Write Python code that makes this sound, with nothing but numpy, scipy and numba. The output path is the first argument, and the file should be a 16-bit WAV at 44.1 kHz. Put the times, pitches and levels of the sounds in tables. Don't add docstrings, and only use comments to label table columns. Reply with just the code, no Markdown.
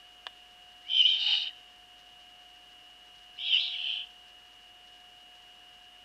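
import sys
import numpy as np
from scipy import signal
from scipy.fft import rfft, irfft
from scipy.io import wavfile
from scipy.ndimage import uniform_filter1d
from numba import njit

SR = 44100
rng = np.random.default_rng(int(sys.argv[2]) if len(sys.argv) > 2 else 0)


def natural_amplitude(level_db):
    exponent = np.asarray(level_db, float) / 20
    return 10 ** exponent


def put_to_file(sound):
    columns = np.atleast_2d(sound).T
    safe = np.clip(columns, -1, 1)
    whole_steps = np.round(safe * 32767)
    wavfile.write(sys.argv[1], SR, whole_steps.astype(np.int16))


N = 266651
T = np.arange(N) / SR

# t/s, level/dB
WHEEZE_EFFORT = [
    [(.83, -77), (.87, -52), (.905, -34), (.96, -26.5), (1.01, -27), (1.04, -30.5), (1.1, -24),
     (1.185, -33), (1.225, -66.5)],
    [(3.365, -78), (3.385, -41.5), (3.44, -35), (3.5, -30.5), (3.55, -24.5), (3.6, -30), (3.68, -34.5),
     (3.74, -43), (3.79, -82.5)],
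]
# t/s, f/Hz
THROAT = [
    [(.86, 2760), (.9, 3280), (.955, 3300), (.99, 3250), (1.035, 2792), (1.064, 3123), (1.09, 3690),
     (1.12, 3560), (1.19, 3440)],
    [(3.378, 2700), (3.412, 3500), (3.46, 3760), (3.5, 3700), (3.53, 3110), (3.563, 2780), (3.6, 3860),
     (3.65, 4020), (3.76, 3650)],
]
# beak resonance gain/dB, whistle share off it/0-1, share on it/0-1, treble/dB, voice level/dB re effort
WHEEZE_MIX = [
    (10, 0.5, .9, -28.5, -17),
    (4, 0.19, .8, -27.5, -20.5),
]
# f/Hz, width/Hz, level/dB
WHEEZE_BODY = [
    [(3050, 150, 0), (2750, 400, -12), (3400, 500, -10)],
    [(3050, 300, 0), (2700, 400, -6), (3350, 400, -3), (3750, 500, -5)],
]
# f/Hz, width/Hz, level/dB
WHEEZE_TREBLE = [
    [(4200, 730, 6.5), (5220, 880, -3.5), (5860, 1200, -8), (7000, 1500, -18.5), (1600, 700, -9)],
    [(4450, 440, 0), (5050, 850, 13), (5600, 450, -11.5), (6230, 300, -4), (7300, 1300, -7),
     (1310, 2600, 4)],
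]
# f/Hz, width/Hz, level/dB
SQUEEZE = [
    [(4990, 220, -0.5), (5840, 300, -6.5)],
    [(5100, 340, -2.5), (4740, 270, -3)],
]
THROAT_WIDTH_HZ = [460, 630]
WHISTLE_WIDTH_HZ = [90, 140]
WHISTLE_LEAN = [0.085, 0.29]
BEAK_WIDTH_HZ = [176, 200]
SQUEEZE_DB = [-19, -25]
RIM_DB = [-14.5, -12]
GAPE_DB = [6.5, 5]
VOICE_HZ = [2428, 2370]
GLIDE_S, WHISTLE_HOLD_S = 0.011, 0.014
SQUEEZED_HZ, SQUEEZE_FADE_DB_KHZ = 2894, 21
THROAT_SHARE, THROAT_FADE_DB_KHZ = 0.9, 10.5
PURE_BELOW_HZ, PURE_WIDTH_HZ = 3540, 190
BEAK_HZ, RINGS_ABOVE_DB = 3070, -35
RIM_ABOVE_HZ, RIM_WIDTH_HZ = 110, 98
TREBLE_FOLLOW = 0.06
GAPE_S, GAPE_LEAD_S, GAPE_HOLD_S = 0.029, 0.027, 0.15
FULL_VOICE_DB, VOICE_SAG_HZ_DB, SIDE_SLACK = -36, 10, 0.44

# t/s, level/dB
HISS_EFFORT = [
    [(1.09, -80), (1.14, -37.5), (1.21, -33), (1.29, -27), (1.34, -25.5), (1.41, -36.5), (1.475, -33),
     (1.5, -47.5), (1.545, -94)],
    [(3.66, -71.5), (3.71, -37), (3.8, -36), (3.89, -31.5), (3.95, -34), (4.015, -38), (4.045, -43),
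     (4.058, -56), (4.075, -92)],
]
# beak opens t/s, beak closes t/s, upper level/dB, chest level/dB re effort
HISS_BEAK = [
    (1.19, 1.445, -6, -25.5),
    (3.7, 3.998, -21.5, -32.5),
]
# f/Hz, width/Hz, level/dB
HISS_MIDDLE = [
    [(1750, 860, -17.5), (2544, 320, -10.5), (2965, 273, 7), (3320, 450, -20.5)],
    [(3090, 293, 12), (2760, 410, 4.5), (3377, 87, 5), (1687, 350, -18.5)],
]
# f/Hz, width/Hz, level/dB
HISS_UPPER = [
    [(3430, 270, -10.5), (3714, 220, 8), (4114, 430, -1.5), (4630, 670, -2.5), (5570, 760, -15.5),
     (6400, 970, -36.5), (7670, 1500, -26.5)],
    [(3920, 870, 11.5), (4300, 550, -5.5), (5250, 550, -1), (5850, 700, -12), (7940, 1200, -11.5)],
]
# f/Hz, width/Hz, level/dB
HISS_CHEST = [
    [(837, 106, 0)],
    [(752, 140, 0)],
]
BEAK_MOVE_S, BEAK_SHUT_DB = 0.0083, -12
UPPER_HOLD, CHEST_PUSH = 0.62, 0.95

# t/s, length/s, start f/Hz, end f/Hz, level/dB
SQUEAKS = [
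    (0.821, .055, 1500, 2480, -65.5),
    (0.824, 0.048, 3200, 4200, -71.5),
    (1.484, 0.042, 2080, 1750, -54.5),
    (1.488, 0.038, 4000, 3550, -62),
    (3.359, 0.024, 3870, 4450, -59),
    (3.376, 0.019, 4850, 5600, -64),
    (3.735, 0.029, 2430, 2150, -45),
    (4.058, .028, 3530, 3360, -59),
]
# t/s, level/dB
CRACKS = [
    (.2671, -19),
    (.2696, -25),
    (.2733, -34),
    (.2776, -40),
]
# f/Hz, level/dB, t60/s
TWIG = [(723, -8, 0.026), (1000, -4, 0.027), (1280, -23, 0.011), (1750, -4.5, 0.026), (2030, -11, 0.012),
        (2430, -7, 0.0082), (2975, 0, 0.019), (3455, -1, 0.021), (3920, -8.5, 0.013), (4540, -7, .006),
        (5200, -11, .005), (6360, -10, 0.0028), (8550, -5, .003), (10500, -3, 0.0026)]
LEDGE_T60_S, LEDGE_DB = 0.56, -28

SHAFT_HZ, WHINE_SLOTS = 144.42, 20
WHINE_DB, WHINE_WOW = -56.5, 0.4
# multiple of the shaft, level/dB
FAN = [(5, -64.5), (8, -85), (16, -84), (17, -77.5), (22, -85), (23, -80.5)]
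MAINS_HZ, HUM_WOBBLE_DB = 49.984, 0.3
# multiple of the mains, level/dB
HUM = [(1, -75), (2, -91.5), (4, -92), (6, -84.5), (8, -95.5)]
# f/Hz, level/dB
BUZZ = [(1500, -80.5), (2300, -86.5), (3350, -80.5), (4500, -83), (5500, -84.5), (6500, -92), (8000, -100),
        (11000, -112)]
BUZZ_SIDE_DB = [-3.5, -17.5]
# f/Hz, level/dB per Hz
FLOOR = [(20, -106), (60, -100), (150, -101), (400, -99), (900, -98.5), (2000, -98), (3500, -103),
         (5000, -107), (7000, -110), (10000, -114), (14000, -118), (15600, -122), (15800, -160)]
# f/Hz, width/Hz, level/dB rms
HOUSING = [(1668, 133, -72), (2822, 260, -65), (3078, 310, -67.5), (2600, 6, -84.5), (3620, 17, -80.5)]


def wheezer():
    out = np.zeros(N)
    for i, (beak_db, pure_off, pure_on, treble_db, voice_db) in enumerate(WHEEZE_MIX):
        span, db = curve(WHEEZE_EFFORT[i])
        throat_hz = uniform_filter1d(curve(THROAT[i], span)[1], int(GLIDE_S * SR))
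        opening_khz = np.abs(throat_hz - SQUEEZED_HZ) / 1000
        air = breath(len(db), flutter_db=-1.0, rate=150)

        throat = even(steep(air, throat_hz, THROAT_WIDTH_HZ[i]), 0.061)
        fill = even(ring(svf(air, 0.93 * throat_hz, 1200.0), WHEEZE_BODY[i]), 0.19)
        share = np.clip(THROAT_SHARE * natural_amplitude(-2 * THROAT_FADE_DB_KHZ * opening_khz), 0, 0.96)
        rasp = np.sqrt(share) * throat + np.sqrt(1 - share) * fill

        clearing = step((PURE_BELOW_HZ - throat_hz) / PURE_WIDTH_HZ)
        pure = np.clip(pure_off + (pure_on - pure_off) * clearing, 0, 0.95)
        line_hz = throat_hz - (1 - WHISTLE_LEAN[i]) * np.maximum(throat_hz - BEAK_HZ, 0)
        whistle = steep(rng.standard_normal(len(db)), line_hz, WHISTLE_WIDTH_HZ[i])
        whistle = even(whistle, WHISTLE_HOLD_S)
        call = even(np.sqrt(pure) * whistle + np.sqrt(1 - pure) * rasp, WHISTLE_HOLD_S)

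        on_beak = np.exp(-((throat_hz - BEAK_HZ) / BEAK_WIDTH_HZ[i]) ** 2)
        call = call * natural_amplitude(beak_db * step((db - RINGS_ABOVE_DB) / 3) * on_beak)
        call += natural_amplitude(SQUEEZE_DB[i] - SQUEEZE_FADE_DB_KHZ * opening_khz) * ring(air, SQUEEZE[i])
        call += natural_amplitude(RIM_DB[i]) * steep(air, throat_hz + RIM_ABOVE_HZ, RIM_WIDTH_HZ)

        squeezed_s = min(THROAT[i][1:], key=lambda point: point[1])[0]
        since_s = T[span] - squeezed_s
        gape = step((since_s + GAPE_LEAD_S) / GAPE_S) * step((GAPE_HOLD_S - since_s) / GAPE_S)
        bend = (throat_hz / 3400) ** TREBLE_FOLLOW
        treble = [(hz * bend, width, gain_db) for hz, width, gain_db in WHEEZE_TREBLE[i]]
        weak_db = np.maximum(FULL_VOICE_DB - db, 0)
        sides = natural_amplitude(voice_db) * steep(air, VOICE_HZ[i] - VOICE_SAG_HZ_DB * weak_db, 140)
        sides += natural_amplitude(treble_db + GAPE_DB[i] * gape) * ring(air, treble)
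        out[span] += natural_amplitude(db) * (call + natural_amplitude(SIDE_SLACK * weak_db) * sides)
    return out


def hisser():
    out = np.zeros(N)
    for i, (opens_s, closes_s, upper_db, chest_db) in enumerate(HISS_BEAK):
        span, db = curve(HISS_EFFORT[i])
        slack_db = np.minimum(db.max() - db, 10)
        shut = step((opens_s - T[span]) / BEAK_MOVE_S)
        shut += step((T[span] - closes_s) / BEAK_MOVE_S / 2)
        air = breath(len(db), flutter_db=0.0, rate=130)
        call = even(ring(air, HISS_MIDDLE[i]), 0.11)
        call += natural_amplitude(upper_db + UPPER_HOLD * slack_db + BEAK_SHUT_DB * shut) * ring(air, HISS_UPPER[i])
        call += natural_amplitude(chest_db - CHEST_PUSH * slack_db) * ring(air, HISS_CHEST[i])
        out[span] += natural_amplitude(db) * call
    return out


def squeaks():
    out = np.zeros(N)
    for s, length_s, from_hz, to_hz, db in SQUEAKS:
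        n = int(length_s * SR)
        hz = np.linspace(from_hz, to_hz, n) * (1 + 0.02 * walk(300, n))
        phase = 2 * np.pi * np.cumsum(hz) / SR
        out[int(s * SR):][:n] += natural_amplitude(db + 3.0 * walk(220, n)) * np.hanning(n) * np.sin(phase)
    return out


def twig():
    t, cracks = T[:SR // 10], np.zeros(N)
    hz, db, t60 = (column[:, None] for column in np.transpose(TWIG))
    side = np.where(hz < 1500, 1, (-1.) ** np.arange(len(hz))[:, None])
    decay = np.exp(-np.log(1000) * t / t60)
    modes = np.sum(-side * natural_amplitude(db) * np.sin(2 * np.pi * hz * t) * decay, axis=0)
    for s, crack_db in CRACKS:
        cracks[int(s * SR)] = natural_amplitude(crack_db)
    air_path = signal.butter(3, [520, 5600], "band", fs=SR, output="sos")
    return signal.sosfilt(air_path, natural_amplitude(-9.0) * signal.fftconvolve(cracks, modes)[:N])


def ledge(x):
    t = T[:SR // 2]
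    tail = svf(rng.standard_normal(len(t)), np.full(len(t), 2900.), 770.0)
    tail *= np.exp(-np.log(1000) * t / LEDGE_T60_S) * (t > 0.004)
    return x + natural_amplitude(LEDGE_DB) * signal.fftconvolve(x, tail / np.linalg.norm(tail))[:N]


def fan():
    turn = 2 * np.pi * SHAFT_HZ * T
    level = np.sqrt(2) * natural_amplitude(WHINE_DB + 0.43 * walk(11.0, N))
    whine = level * np.sin(WHINE_SLOTS * turn + WHINE_WOW * np.sin(turn))
    return tones(SHAFT_HZ, FAN, wobble_db=1.0) + whine


def hum():
    return tones(MAINS_HZ, HUM, wobble_db=HUM_WOBBLE_DB)


def buzz():
    order = np.arange(31, 221, 2)
    hz, db = np.transpose(BUZZ)
    comb_db = np.choose(order % 6 // 2, [0, BUZZ_SIDE_DB[1], BUZZ_SIDE_DB[0]])
    level_db = np.interp(np.log(order * MAINS_HZ), np.log(hz), db) + comb_db
    turn = np.arange(4097) / 4096
    cycle = np.sqrt(2) * natural_amplitude(level_db) @ np.cos(2 * np.pi * np.outer(order, turn))
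    return np.interp((T * MAINS_HZ + 0.42) % 1, turn, cycle) * natural_amplitude(2.7 * walk(90, N))


def hiss():
    hz, db = np.transpose(FLOOR)
    f = np.arange(N // 2 + 1) * SR / N + 1
    spectrum = rfft(rng.standard_normal(N)) * natural_amplitude(np.interp(np.log(f), np.log(hz), db))
    out = irfft(spectrum, N) * np.sqrt(SR / 2)
    for hz, width, db in HOUSING:
        out += natural_amplitude(db + 0.24 * walk(5.7, N)) * steep(rng.standard_normal(N), hz, width)
    return out


def tones(hz, lines, wobble_db):
    out = np.zeros(N)
    for k, db in lines:
        level = np.sqrt(2) * natural_amplitude(db + wobble_db * walk(4.1, N))
        out += level * np.sin(2 * np.pi * (round(k) * hz * T + rng.random()))
    return out


def breath(size, flutter_db, rate):
    return unit(rng.standard_normal(size) * natural_amplitude(flutter_db * walk(rate, size)))


@njit
def svf(x, hz, width):
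    y, b, l = np.empty(len(x)), 0., 0.
    for i in range(len(x)):
        g, k = np.tan(np.pi * hz[i] / SR), width / hz[i]
        v = (b + g * (x[i] - l)) / (1 + g * (g + k))
        b, l, y[i] = 2 * v - b, l + 2 * g * v, k * v
    return y


def steep(x, hz, width):
    hz = hz * np.ones(len(x))
    for _ in range(3):
        x = svf(x, hz, 1.42 * width)
    return unit(x)


def ring(x, peaks):
    out = np.zeros(len(x))
    for k, (hz, width, db) in enumerate(peaks):
        out += (-1) ** k * natural_amplitude(db) * steep(x, hz, width)
    return unit(out)


def walk(rate, size):
    k = int(SR / rate)
    held = np.repeat(rng.standard_normal(size // k + 1), k)
    return unit(uniform_filter1d(uniform_filter1d(held, k), k)[:size])


def even(x, s):
    power = uniform_filter1d(uniform_filter1d(x ** 2, int(s * SR)), size=40)
    return x / np.sqrt(power + 1e-9)


def unit(x):
    return x / np.sqrt(np.mean(x ** 2))


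def curve(rows, span=None):
    s, value = np.transpose(rows)
    span = span or slice(int(s[0] * SR), int(s[-1] * SR))
    return span, np.interp(T[span], s, value)


def step(x):
    return 0.5 + 0.5 * np.tanh(x)


def scene():
    near = ledge(wheezer() + hisser() + squeaks() + twig())
    camera = fan() + hum() + buzz() + hiss()
    return (near + camera)[None]


def roll_off(x):
    return signal.sosfilt(signal.butter(12, 15640, fs=SR, output="sos"), x)


def record(dry):
    return roll_off(dry)


dry = scene()
out = record(dry)
put_to_file(out)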